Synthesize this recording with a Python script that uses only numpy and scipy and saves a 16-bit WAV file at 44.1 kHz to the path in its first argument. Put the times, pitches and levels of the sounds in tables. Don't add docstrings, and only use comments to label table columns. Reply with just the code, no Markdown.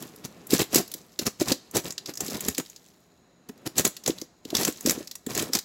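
import sys
import numpy as np
from scipy import signal
from scipy.fft import rfft, irfft
from scipy.io import wavfile

SR = 44100
rng = np.random.default_rng(int(sys.argv[2]) if len(sys.argv) > 2 else 0)


def to_wav(sig):
    pcm = np.clip(np.atleast_2d(sig), -1, 1) * 32767
    pcm = np.round(pcm).astype(np.int16)
    wavfile.write(sys.argv[1], SR, pcm.T)


N = 248724

# (frequency [Hz], relative level [dB])
KERNEL_COLOUR = [(500, -17.5), (900, -18), (2000, -13), (2600, -15), (4000, -11.5), (7600, -10),
                 (8900, -20), (11900, -12.5), (15600, -18.5)]


def undb(db):
    return 10 ** (np.asarray(db) / 20)


def level(x, db):
    return x * undb(db) / np.sqrt(np.mean(x ** 2))


def ring(x, hz, width_hz):
    return signal.lfilter(*signal.iirpeak(hz, hz / width_hz, fs=SR), x)


def colour(x, points, size=2048):
    hz, db = np.transpose(points)
    log_hz = np.log(np.fft.rfftfreq(size, 1 / SR) + 1)
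    gain = undb(np.interp(log_hz, np.log(hz), db))
    cepstrum = irfft(np.log(gain))
    cepstrum[1:size // 2] *= 2
    cepstrum[size // 2 + 1:] = 0
    impulse = irfft(np.exp(rfft(cepstrum)))
    return signal.fftconvolve(x, impulse)[:len(x)]


def fade(t60_s, size):
    return np.exp(-np.log(1000) * np.arange(size) / SR / t60_s)


def add(out, x, start_s):
    i = int(start_s * SR)
    out[i:i + len(x)] += x[:N - i]


def grains(per_s, spread_db):
    hit = rng.random(N) < per_s / SR
    size = np.minimum(rng.exponential(size=N), 3)
    return level(hit * undb(spread_db * size), 0)


def crackle():
    out = undb(-2.5) * rng.standard_normal(N)
    for hz in (3500, 6500, 12000):
        swarm = signal.fftconvolve(grains(110, spread_db=4.5), fade(0.006, size=800))[:N]
        bursts = swarm * rng.standard_normal(N)
        out += level(ring(bursts, hz, 0.73 * hz), -6.5)
    return level(colour(out, KERNEL_COLOUR), 0)


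def rub():
    # (time [s], rustle level [dB], cob rumble level [dB])
    background = [(0, -57.5, -52), (.4, -63, -50.5), (1.15, -61, -60.5), (1.65, -68.5, -57.5),
                  (2.0, -66.5, -55), (2.652, -55, -61), (3.001, -68.5, -64), (3.45, -87.5, -62),
                  (3.62, -71.5, -54), (4.4, -77, -64), (4.78, -49.5, -53), (5.2, -66, -63)]
    # (middle [s], length [s], crackle level [dB])
    twists = [(0.018, 0.081, -52), (0.253, 0.015, -38.5), (0.539, 0.038, -23), (0.607, 0.031, -24.5),
              (0.767, 0.052, -24), (0.96, 0.1, -61), (1.223, 0.019, -37.5), (1.269, 0.016, -24),
              (1.416, 0.021, -27), (1.497, 0.047, -29.5), (1.77, 0.033, -26.5), (1.87, 0.041, -40.5),
              (2.097, 0.022, -38.5), (2.235, 0.044, -39.5), (2.331, 0.067, -39), (2.468, 0.077, -41),
              (2.595, 0.021, -38), (3.495, 0.0077, -44.5), (3.668, 0.013, -29.5), (3.791, 0.031, -23.5),
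              (3.864, 0.025, -26.5), (4.085, 0.033, -32.5), (4.188, 0.063, -53.5), (4.513, 0.067, -52.5),
              (4.555, 0.015, -29.5), (4.611, 0.048, -28.5), (4.68, 0.026, -30.5), (4.892, 0.055, -32),
              (4.985, 0.069, -49.5), (5.311, 0.04, -40.5), (5.398, 0.068, -30.5), (5.483, 0.035, -53.5),
              (5.553, 0.033, -29)]
    # (frequency [Hz], width [Hz], relative level [dB])
    cob_resonances = [(149, 100, -1.5), (223, 201, 13), (445.6, 300, -18.5), (1400, 1100, -12)]
    onset_share = 0.87
    rumble_db, rumble_per_db = -5.5, 0.804

    t = np.arange(N) / SR
    times_s, rustle_db, held_db = np.transpose(background)
    crackle_gain = undb(np.interp(t, times_s, rustle_db))
    held_gain = undb(np.interp(t, times_s, held_db))
    jolt_gain = np.zeros(N)
    for mid_s, length_s, crackle_db in twists:
        span_s = np.where(t < mid_s, onset_share * length_s, length_s)
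        swell = np.exp(-(2 * (t - mid_s) / span_s) ** 2 / 2)
        crackle_gain += undb(crackle_db) * swell
        jolt_gain += undb(rumble_db + rumble_per_db * crackle_db) * swell

    slips = signal.fftconvolve(grains(140, spread_db=1.0), fade(0.039, size=2000))[:N]
    jolts = level(level(slips, 0) + undb(-7), 0)
    rumble = np.zeros(N)
    for hz, width_hz, db in cob_resonances:
        rumble += undb(db) * ring(rng.standard_normal(N), hz, width_hz)
    rumble = level(rumble, 0)
    return crackle_gain * crackle() + (jolt_gain * jolts + held_gain) * rumble


def air():
    # (frequency [Hz], relative level [dB])
    hiss_colour = [(25, 4.5), (55, 10.5), (400, -2.5), (640, 3), (1200, -6.5), (2200, -8), (2750, -32.5),
                   (3600, -16), (4000, -1.5), (4500, -15.5), (6300, -15.5), (6850, -1), (7600, -24),
                   (9000, -32.5), (15600, -34)]
    # (frequency [Hz], rms level [dB])
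    hum_tones = [(177, -72.5)]
    t = np.arange(N) / SR
    hiss = level(colour(rng.standard_normal(N), hiss_colour, size=8192), -65.5)
    hum = sum(level(np.sin(2 * np.pi * hz * t), db) for hz, db in hum_tones)
    return hiss + hum


def room(x):
    size = SR // 2
    near, far = rng.standard_normal((2, size))
    echoes = undb(-38) * near * fade(0.15, size)
    far_tail = undb(-53) * ring(far, 2700, 5300) * fade(0.61, size)
    response = signal.lfilter(*signal.butter(1, 300, "high", fs=SR), echoes + far_tail)
    return signal.fftconvolve(x, response)[:N]


def snaps():
    # (time [s], level [dB])
    kernel_hits = [(0.023, -30.5), (0.16, -38), (0.469, -26.5), (0.505, -16), (0.535, -7.5), (0.561, -34),
                   (0.592, -12.5), (0.6174, -12), (0.728, -22), (0.745, -5.5), (0.757, -5.5),
                   (0.781, -12.5), (0.8773, -31.5), (0.9156, -26.5), (0.9385, -19), (1.1898, -12),
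                   (1.2215, -36), (1.2546, -24), (1.2649, -8.5), (1.275, -33), (1.3986, -20), (1.4176, -35),
                   (1.457, -25), (1.486, -14), (1.5185, -7), (1.711, -27.5), (1.753, -18.5), (1.7669, -7.5),
                   (1.8438, -20), (1.905, -18), (1.9221, -19.5), (1.979, -17.5), (2.0583, -19),
                   (2.072, -26), (2.137, -24), (2.154, -22.5), (2.1725, -19.5), (2.2045, -12),
                   (2.262, -19.5), (2.272, -25), (2.2798, -21.5), (2.299, -20), (2.3055, -20.5),
                   (2.3436, -22), (2.367, -25), (2.4056, -15), (2.4482, -19), (2.4834, -5), (2.5476, -21),
                   (2.5798, -7), (2.598, -21.5), (2.6978, -26), (2.66, -33), (2.761, -29), (2.861, -39),
                   (3.488, -31.5), (3.576, -46), (3.6639, -47), (3.7803, -3.5), (3.7934, -6.5),
                   (3.8494, -4.5), (3.966, -22), (3.866, -20.5), (3.991, -43), (4.0373, -24),
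                   (4.0608, -11.5), (4.0763, -7), (4.1834, -25), (4.2146, -17.5), (4.451, -24),
                   (4.5028, -21.5), (4.5505, -6.5), (4.5668, -9.5), (4.581, -17), (4.5978, -17),
                   (4.6311, -13), (4.649, -5.5), (4.6781, -10), (4.724, -23.5), (4.772, -30), (4.787, -37),
                   (4.808, -20), (4.86, -8.5), (4.872, -13), (4.8946, -4.5), (4.9072, -5), (5.073, -24),
                   (5.1117, -21), (5.1532, -17.5), (5.2641, -14), (5.2985, -21), (5.3493, -10.5),
                   (5.3756, -8.5), (5.4234, -11), (5.5326, -10.5), (5.5502, -6.5), (5.588, -13.5)]
    # (time [s], level [dB])
    sizzle_levels = [(0.45, 1.5), (0.55, -11.5), (0.9, -2.5), (1.3, -16.5), (1.75, -7.5), (2.0, -19.5),
                     (2.2, -11), (2.5, -8.5), (2.75, -16), (3.55, -6.5), (4.2, -14.5), (4.9, -10),
                     (5.3, -14), (5.6, -9)]
    body_per_db = 0.37
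    size = 2000
    out, t = np.zeros(N), np.arange(size) / SR
    low = signal.butter(4, 9000, "low", fs=SR, output="sos")
    high = signal.butter(4, 9000, "high", fs=SR, output="sos")
    chance = rng.standard_normal((len(kernel_hits), size + 2))
    for (start_s, db), (pitch, span, *noise) in zip(kernel_hits, chance):
        t60_s = 0.027 * undb(0.052 * db + 2.4 * np.tanh(span))
        attack = np.minimum(t / 0.0019, 1)
        envelope = attack * (fade(t60_s, size) + undb(-16.5) * fade(1.5 * t60_s, size))
        envelope += undb(-4.0) * fade(0.00086, size)

        grit = colour(np.array(noise), KERNEL_COLOUR)
        body = level(signal.sosfilt(low, grit), -8.5 + body_per_db * db)
        ring_hz = 5300 * 1.438 ** np.tanh(pitch)
        kernel_ring = level(ring(grit, ring_hz, 1500), -9.0)
        sizzle_db = np.interp(start_s, *np.transpose(sizzle_levels))
        sizzle = level(signal.sosfilt(high, grit), sizzle_db)
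        add(out, undb(db) * envelope * (body + kernel_ring + sizzle), start_s)
    return out


def knocks():
    # (time of widest swing [s], level [dB], pitch [Hz])
    cob_knocks = [(0.534, -8, 286), (0.55, -20.5, 216), (0.618, -17, 305), (0.734, -19.5, 297),
                  (0.759, -10.5, 310), (0.785, -23, 340), (0.803, -19.5, 352), (0.951, -38, 300),
                  (1.196, -25.5, 330), (1.417, -11.5, 324), (1.519, -13, 274), (1.76, -21.5, 480),
                  (1.856, -31, 292), (2.093, -28, 300), (2.208, -28, 400), (2.287, -28.5, 266),
                  (2.485, -19.5, 236), (2.491, -34, 87), (2.588, -22, 287), (3.501, -33, 250),
                  (3.675, -29, 334), (3.798, -18, 335), (3.851, -22.5, 424), (4.081, -18, 510),
                  (4.098, -15.5, 310), (4.221, -28.5, 316), (4.457, -31, 278), (4.531, -20, 320),
                  (4.688, -17.5, 294), (4.855, -20, 237), (4.875, -14, 300), (4.893, -21.5, 267),
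                  (4.978, -25, 286), (5.008, -28, 306), (5.271, -22.5, 254), (5.367, -27.5, 413),
                  (5.43, -25.5, 435), (5.501, -30.5, 280), (5.556, -23.5, 240)]
    out, t = np.zeros(N), np.arange(2000) / SR
    chance = rng.random((len(cob_knocks), 2))
    for (peak_s, db, hz), (phase, upper) in zip(cob_knocks, chance):
        upper_hz = (1.533 + 0.45 * upper) * hz
        swing = np.sin(2 * np.pi * (hz * t + phase))
        swing += undb(-7.5) * np.sin(2 * np.pi * upper_hz * t)
        rise_s = 0.79 / hz
        envelope = t / rise_s * np.exp(1 - t / rise_s)
        add(out, undb(db) * swing * envelope, peak_s - rise_s)
    return out


def scene():
    hands = snaps() + knocks() + rub()
    return np.tile(hands + room(hands) + air(), (2, 1))


def record(dry):
    out = signal.sosfilt(signal.butter(2, 60, "high", fs=SR, output="sos"), dry)
    out = np.tanh(1.1 * out) / 1.1
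    out = signal.sosfilt(signal.ellip(6, 0.3, 30, 15850, fs=SR, output="sos"), out)
    return signal.sosfilt(signal.ellip(10, 0.2, 70, 16979, fs=SR, output="sos"), out)


dry = scene()
out = record(dry)
to_wav(out)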